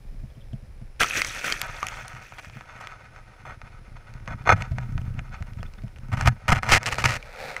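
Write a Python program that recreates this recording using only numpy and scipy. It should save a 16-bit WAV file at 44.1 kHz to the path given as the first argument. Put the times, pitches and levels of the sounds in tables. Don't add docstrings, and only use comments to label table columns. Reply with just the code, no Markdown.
import sys
import numpy as np
from scipy import signal
from scipy.fft import rfft, irfft
from scipy.io import wavfile
from scipy.ndimage import uniform_filter1d, minimum_filter1d

SR = 44100
rng = np.random.default_rng(int(sys.argv[2]) if len(sys.argv) > 2 else 0)


def pcm_store(signal):
    levels = np.round(np.clip(np.atleast_2d(signal), -1, 1) * 32767)
    wavfile.write(sys.argv[1], SR, levels.astype(np.int16).T)


N = 335160
TIME = np.arange(N) / SR
SPAN = 16384
TOP_HZ = 15550
DIP_S, DIP_ATTACK_S = 1.007, 0.012

# freq_hz, gain_db
CRUNCH_SPECTRUM = [(200, 0.5), (550, -1), (1000, 1), (1800, 10), (2800, 7.5), (3500, -6), (4300, -1.5),
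                   (5500, -2), (7200, -5.5), (10000, -15), (13500, -23), (16000, -27.5)]


def undb(db):
    return 10 ** (np.asarray(db) / 20)


def unit(x):
    return x / np.sqrt(np.mean(x ** 2))


def gains(curve):
    time_s, *columns = np.transpose(curve)
    return [undb(np.interp(TIME, time_s, db)) for db in columns]


def add(out, start_s, x):
    i = max(0, int(start_s * SR))
    out[i:i + len(x)] += x[:max(0, N - i)]


def through(x, response):
    return signal.fftconvolve(x, response)[:len(x)]


def colour(spectrum):
    hz, db = np.transpose(spectrum)
    bins_hz = np.maximum(np.fft.rfftfreq(SPAN, 1 / SR), 1)
    magnitude = undb(np.interp(np.log(bins_hz), np.log(hz), db))
    cepstrum = irfft(np.log(magnitude))
    cepstrum[1:SPAN // 2] *= 2
    cepstrum[SPAN // 2 + 1:] = 0
    return irfft(np.exp(rfft(cepstrum)))


def walk(rate_hz):
    step = int(SR / rate_hz)
    held = np.repeat(rng.standard_normal(N // step + 1), step)
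    return unit(uniform_filter1d(held, step)[:N])


def grains(rate_hz, spread_db, size=N):
    chance, strength, sign = rng.random((size, 3)).T
    rarity = -np.log(np.maximum(strength, .025))
    return (chance < rate_hz / SR) * undb(spread_db * rarity) * np.sign(sign - .5)


def ring(force, modes):
    t = TIME[:SPAN // 4]
    hz, width_hz, db = np.transpose(modes)[:, :, None]
    responses = np.exp(-np.pi * width_hz * t) * np.sin(2 * np.pi * hz * t)
    rung = signal.oaconvolve(force[None], responses, axes=1)[:, :len(force)]
    return unit(np.sum(undb(db) * np.sqrt(width_hz) * rung / rung.std(axis=1, keepdims=True), axis=0))


def wall_thud(force):
    # freq_hz, width_hz, level_db
    wall_modes = [(42, 18, -26), (79, 54, -29), (101.2, 14.6, 7), (124.5, 14.7, 11.5), (177, 120, -3.5),
                  (208, 9.1, -7)]
    return unit(signal.sosfilt(signal.butter(3, 215, fs=SR, output="sos"), ring(force, wall_modes)))


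def swell(rumble_db=-1, hiss_db=-63):
    # time_s, flutter_db, rumble_db
    push_levels = [(0, -49.5, -38), (.95, -52, -43), (1.9, -44.5, -46), (2.4, -51.5, -52.5),
                   (4.0, -50.5, -45.5), (4.35, -37, -42), (5.0, -31, -35), (5.3, -40.5, -40.5),
                   (5.65, -38, -36), (6.0, -43, -41.5), (6.28, -30, -32), (6.42, -43, -46),
                   (7.05, -36.5, -53), (7.25, -55, -44), (7.6, -53.5, -60)]
    # freq_hz, gain_db
    rumble_spectrum = [(10, -24), (28, 9.5), (45, -3.5), (70, -4), (150, -42.5), (400, -29), (1000, -56)]
    hiss_spectrum = [(100, -9), (300, 12), (700, 5.5), (1100, 3.5), (3000, -3.5), (4600, -10), (5150, -1.5),
                     (6500, -13), (9000, -15), (10100, -4), (11500, -30), (15000, -54)]
    flutter_gain, rumble_gain = gains(push_levels)
    flutter = wall_thud(grains(rate_hz=100, spread_db=4))
    rumble = unit(through(rng.standard_normal(N), colour(rumble_spectrum)))
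    hiss = unit(through(rng.standard_normal(N), colour(hiss_spectrum)))
    return flutter * flutter_gain + rumble * rumble_gain * undb(rumble_db) + hiss * undb(hiss_db)


def bumps(rise_s=0.0027, decay_s=0.011, knock_hz=660, knock_s=0.0084, tick_s=0.0044):
    # start_s, level_db, pitch_hz
    blows = [(.139, -32.5, 146), (.234, -23, 125), (.37, -29.5, 133), (.532, -16.5, 125), (.625, -30, 120),
             (0.814, -25, 127), (1.015, -27.5, 109), (2.469, -28.5, 86), (2.561, -26, 130),
             (4.532, -6, 106.3), (4.717, -10.5, 77), (4.778, -17.5, 96), (4.98, -16.5, 93),
             (5.192, -18, 87), (5.406, -17.5, 81), (5.594, -19.5, 102), (5.836, -16.5, 121)]
    out, crunch, t = np.zeros(N), colour(CRUNCH_SPECTRUM), TIME[:SPAN // 2]
    turn, rise = 2 * np.pi * t, 1 - np.exp(-t / rise_s)
    for start_s, db, hz in blows:
        wall = (np.sin(turn * hz) + undb(-7) * np.sin(turn * hz * 1.63)) * np.exp(-t / decay_s)
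        knock = undb(-24) * np.sin(turn * knock_hz) * np.exp(-t / knock_s)
        tick = undb(-34) * unit(through(rng.standard_normal(len(t)), crunch)) * np.exp(-t / tick_s)
        add(out, start_s, (wall * rise ** 2 + knock * rise + tick) * undb(db))
    return out


def bubble(hz, cycles, glide):
    age = 1 - np.exp(-TIME[:SPAN // 8] * hz / cycles)
    return (1 - age) * np.sin(2 * np.pi * np.cumsum(hz * (1 + glide * age)) / SR)


def chirps(pitch_hz=3200, detune=.09, scatter_db=5):
    # start_s, length_s, rate_hz, level_db
    spells = [(0.179, .36, 24, -55), (5.522, .28, 12, -48.5)]
    out = np.zeros(N)
    for start_s, length_s, rate_hz, db in spells:
        for when, pitch, strength in rng.random((int(length_s * rate_hz), 3)):
            note = bubble(pitch_hz * (1 + detune * (2 * pitch - 1)), cycles=16, glide=0.077)
            add(out, start_s + length_s * when, note * undb(db + scatter_db * (strength - .5)))
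    return out


def onset(full_s):
    return np.clip(1 + (TIME - full_s) / DIP_ATTACK_S, 0, 1) ** 2


def foam_envelope(level_db=-33, fade_db_per_s=14.5, gush_db=0, gush_decay_s=0.066):
    # start_s, level_db
    gushes = [(1.005, -20), (1.172, -31), (1.444, -27), (1.93, -48.5)]
    fading = onset(DIP_S) * undb(level_db - fade_db_per_s * np.abs(TIME - DIP_S))
    gushing = sum(onset(start_s) * undb(db + gush_db) * np.exp(-np.abs(TIME - start_s) / gush_decay_s)
                  for start_s, db in gushes)
    return np.hypot(fading, gushing)


def bubble_cloud(spectrum, top_rate_hz, spread_db, cycles, flicker_db=2.5):
    cloud, t = 0, TIME[:SPAN // 8]
    for hz in np.geomspace(300, 15000, 14):
        ping = np.exp(-t * hz / cycles) * np.sin(2 * np.pi * hz * t)
        births = grains(top_rate_hz * np.sqrt(hz / TOP_HZ), spread_db) * undb(flicker_db * walk(55))
        cloud = cloud + np.sqrt(hz) * unit(through(births, ping))
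    return unit(through(cloud, colour(spectrum)))


def foam(gurgle_db=2.5, gurgle_hz=28):
    # freq_hz, gain_db
    bubble_spectrum = [(150, -2.5), (400, -8.5), (600, -4), (1000, -12.5), (1280, 1), (1750, 2.5),
                       (2500, 3), (3000, -6), (4500, -32), (9000, -26)]
    spray_spectrum = [(1500, -38), (3300, 3.5), (4600, -2), (6000, 4.5), (7500, -4), (11000, -11),
                      (14500, -23), (16000, -104)]
    crackle = unit(through(grains(rate_hz=1100, spread_db=6.5), colour(bubble_spectrum)))
    body = bubble_cloud(bubble_spectrum, top_rate_hz=1200, spread_db=4, cycles=2.8)
    spray = bubble_cloud(spray_spectrum, top_rate_hz=1100, spread_db=3.8, cycles=1.6)
    spray_gain = foam_envelope(level_db=-36, fade_db_per_s=20, gush_db=-8.5)
    fizz = foam_envelope() * (undb(-2) * body + undb(-4) * crackle) + spray_gain * spray
    return fizz * undb(gurgle_db * walk(gurgle_hz))


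def pops(snap_s=0.0012, highpass_hz=1000):
    # start_s, note_db, pitch_hz, snap_db
    bursts = [(1.0076, -4.5, 1580, -26.5), (1.033, -9.5, 1220, -15.5), (1.1089, -8.5, 2570, -37),
              (1.2183, -6.5, 2100, -17), (1.2475, -13, 2160, -23), (1.444, -11, 1510, -29),
              (1.524, -6.5, 3150, -20), (1.524, -9.5, 4520, -34.5), (1.6158, -11, 11500, -17),
              (1.829, -9, 1187, -27), (1.868, -17.5, 10100, -26), (1.8854, -17, 6670, -29),
              (2.081, -23, 9200, -37.5), (7.227, -23, 2350, -41), (7.5654, -15, 2000, -30)]
    out, t = np.zeros(N), TIME[:SPAN // 8]
    highpass = signal.butter(2, highpass_hz, "highpass", fs=SR)
    thin_crunch = signal.lfilter(*highpass, colour(CRUNCH_SPECTRUM))
    for start_s, note_db, hz, snap_db in bursts:
        note = bubble(hz, cycles=6, glide=0.012)
        snap = unit(through(rng.standard_normal(len(t)), thin_crunch)) * np.exp(-t / snap_s)
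        add(out, start_s, note * undb(note_db - 6) + snap * undb(snap_db + 6))
    return out


def plinks(count=170, length_s=1.6, lowest_hz=1150, spread_db=4, tilt_db_per_decade=-7):
    out, foam_gain = np.zeros(N), foam_envelope()
    for when, decades, strength in rng.random((count, 3)):
        start_s = DIP_S + length_s * when
        rarity = -np.log(max(strength, .04))
        gain = foam_gain[int(start_s * SR)] * undb(spread_db * rarity + tilt_db_per_decade * decades)
        add(out, start_s, bubble(lowest_hz * 10 ** decades, cycles=6, glide=0.037) * gain)
    return out


def hollow_ring(force):
    # freq_hz, width_hz, level_db
    case_modes = [(670, 120, -6.5), (777, 45, 3.5), (958, 78, 4), (1100, 74, -23), (1309, 75, 8),
                  (1487, 104, 7.5), (1700, 25, 1), (1890, 81, 2), (2121, 150, 1), (2410, 61, -1.5),
                  (3450, 110, -12), (4260, 510, -17), (5330, 310, -19.5), (6270, 110, -11.5)]
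    band = signal.butter(2, [600, 8500], "bandpass", fs=SR, output="sos")
    return unit(signal.sosfilt(band, ring(force, case_modes)))


def trickle(surge_db=5, grit_db=-22):
    # time_s, level_db
    flow_levels = [(1.0, -96), (1.3, -40), (1.9, -38), (2.3, -55), (2.62, -55.5), (2.85, -44.5),
                   (3.1, -53.5), (4.05, -54.5), (4.45, -48.5), (4.9, -52.5), (5.45, -53.5), (5.95, -60.5),
                   (6.35, -49), (7.2, -50.5), (7.6, -42.5)]
    patter = grains(rate_hz=1400, spread_db=2) * undb(surge_db * walk(45))
    grit = unit(through(patter, colour(CRUNCH_SPECTRUM)))
    return (hollow_ring(patter) + grit * undb(grit_db)) * gains(flow_levels)[0]


def chip(contact_s, ring_db, crunch_db):
    t = TIME[:SPAN // 4]
    force = rng.standard_normal(len(t)) * np.exp(-t / contact_s)
    body = hollow_ring(force)
    crunch = through(force, colour(CRUNCH_SPECTRUM))
    return body / np.abs(body).max() * undb(ring_db) + crunch / np.abs(crunch).max() * undb(crunch_db)


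def flurries(contact_s=0.00063, scatter_db=5, crisp_db=4):
    # start_s, length_s, rate_hz, level_db, crunch_db
    spells = [(1.899, .7, 16, -33.5, -2), (4.1, 2.2, 15, -50.5, 8), (6.821, .36, 40, -39.5, 15)]
    out = np.zeros(N)
    for start_s, length_s, rate_hz, db, crunch_db in spells:
        draws = 2 * rng.random((int(length_s * rate_hz), 3)) - 1
        for k, (jitter, strength, crisp) in enumerate(draws):
            tick = chip(contact_s, -crisp_db * crisp, crunch_db + crisp_db * crisp)
            add(out, start_s + (k + .5 + jitter / 2) / rate_hz, tick * undb(db + scatter_db * strength))
    return out


def scrapes(slip_rate_hz=1600, spread_db=2.5, chatter_db=3, chatter_hz=220, release_s=0.0023):
    # start_s, length_s, force_db
    strokes = [(2.382, 0.017, -41.5), (2.776, 0.066, -45), (3.452, 0.076, -41), (4.274, 0.066, -38),
               (4.454, 0.082, -28), (4.4715, 0.0066, -16.5), (4.4917, 0.013, -9), (4.515, 0.0146, -14),
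               (4.561, .065, -38.5), (6.118, 0.035, -34), (6.17, .12, -36.5), (6.256, 0.014, -27),
               (6.273, .012, -18), (6.481, .014, -20), (6.502, 0.086, -29), (6.519, 0.01, -15),
               (6.626, 0.15, -32), (6.689, 0.09, -29), (6.718, 0.032, -20), (6.861, 0.02936, -33.5),
               (6.914, 0.02, -34), (6.983, 0.042, -39), (7.04, 0.02, -21), (7.061, .11, -37)]
    # time_s, crunch_db, thud_db
    hardness = [(2.4, -7, -9), (3.5, -20.5, -4.5), (4.3, -22, 2), (4.49, -29, -13.5), (4.56, -14.5, 9),
                (6.12, -13, 10.5), (6.28, -8, 7), (6.63, -12, 0.5), (6.69, 0.5, 1.5), (7.1, -0.5, 2)]
    out, crunch, t = np.zeros(N), colour(CRUNCH_SPECTRUM), TIME[:SPAN // 2]
    crunch_gain, thud_gain = gains(hardness)
    grip = undb(chatter_db * walk(chatter_hz))
    for start_s, length_s, force_db in strokes:
        i = int(start_s * SR)
        contact = np.exp(-np.maximum(t - length_s, 0) / release_s) * grip[i:i + len(t)]
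        slips = grains(slip_rate_hz, spread_db, size=len(t)) * contact
        slips[0] += 0.52 * undb(spread_db)
        cracks = slips * np.abs(slips) ** 0.16
        edge = unit(through(cracks, crunch)) * crunch_gain[i] * undb(7)
        corner_hz = min(14200 * crunch_gain[i] ** 0.71, TOP_HZ)
        push = signal.lfilter(*signal.butter(1, corner_hz, fs=SR), slips)
        body = hollow_ring(push) + wall_thud(slips) * thud_gain[i]
        add(out, start_s, (edge + body) * undb(force_db) * np.sqrt(length_s / t[-1]))
    return out


def taps():
    # start_s, level_db, crunch_db
    hits = [(2.609, -25.5, -23), (2.872, -20, -5.5), (3.162, -29, -19), (3.616, -23.5, -25),
            (4.277, -17.5, -17), (4.622, -14.5, -43), (4.784, -16, -13.5), (4.979, -20, -28),
            (5.192, -18.5, -14.5), (5.425, -29.5, -2), (5.63, -25.5, -5), (6.211, -16, -0.5),
            (6.481, -28, -11), (6.692, -12, -7), (6.759, -10, -4), (6.769, -9.5, -17), (6.831, -28, 6.5),
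            (6.859, -25.5, 7), (6.871, -28, 12), (6.984, -8.5, -25)]
    out = np.zeros(N)
    for start_s, db, crunch_db in hits:
        add(out, start_s, chip(contact_s=0.00086, ring_db=-3, crunch_db=crunch_db + 3) * undb(db))
    return out


def seethe(flicker_db=1.2):
    # time_s, level_db
    rustle_levels = [(6.8, -63), (6.86, -38.5), (7.15, -42), (7.2, -49.5), (7.34, -44.5), (7.45, -35),
                     (7.6, -46)]
    # freq_hz, gain_db
    slush_spectrum = [(150, -10.5), (350, -20.5), (530, 0.5), (660, -8), (780, -5.5), (1050, -17),
                      (1300, -12), (2400, -10), (3100, -24.5), (4000, -18.5), (7000, -30), (11500, -36.5),
                      (14500, -38), (16000, -45)]
    rustle = grains(rate_hz=2200, spread_db=3.8) * undb(flicker_db * walk(70))
    return unit(through(rustle, colour(slush_spectrum))) * gains(rustle_levels)[0]


def scene():
    ice = scrapes() + taps() + flurries() + bumps()
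    air = pops() + foam() + plinks() + chirps()
    water = trickle() + seethe() + swell()
    return (ice + air + water)[None]


def record(dry):
    ceiling, hold = .88, int(.002 * SR)
    needed_gain = ceiling / np.maximum(np.abs(dry), ceiling)
    gain = uniform_filter1d(minimum_filter1d(needed_gain, hold), hold)
    lowpass = signal.ellip(10, .2, 80, TOP_HZ, fs=SR, output="sos")
    return signal.sosfilt(lowpass, dry * gain)


dry = scene()
out = record(dry)
pcm_store(out)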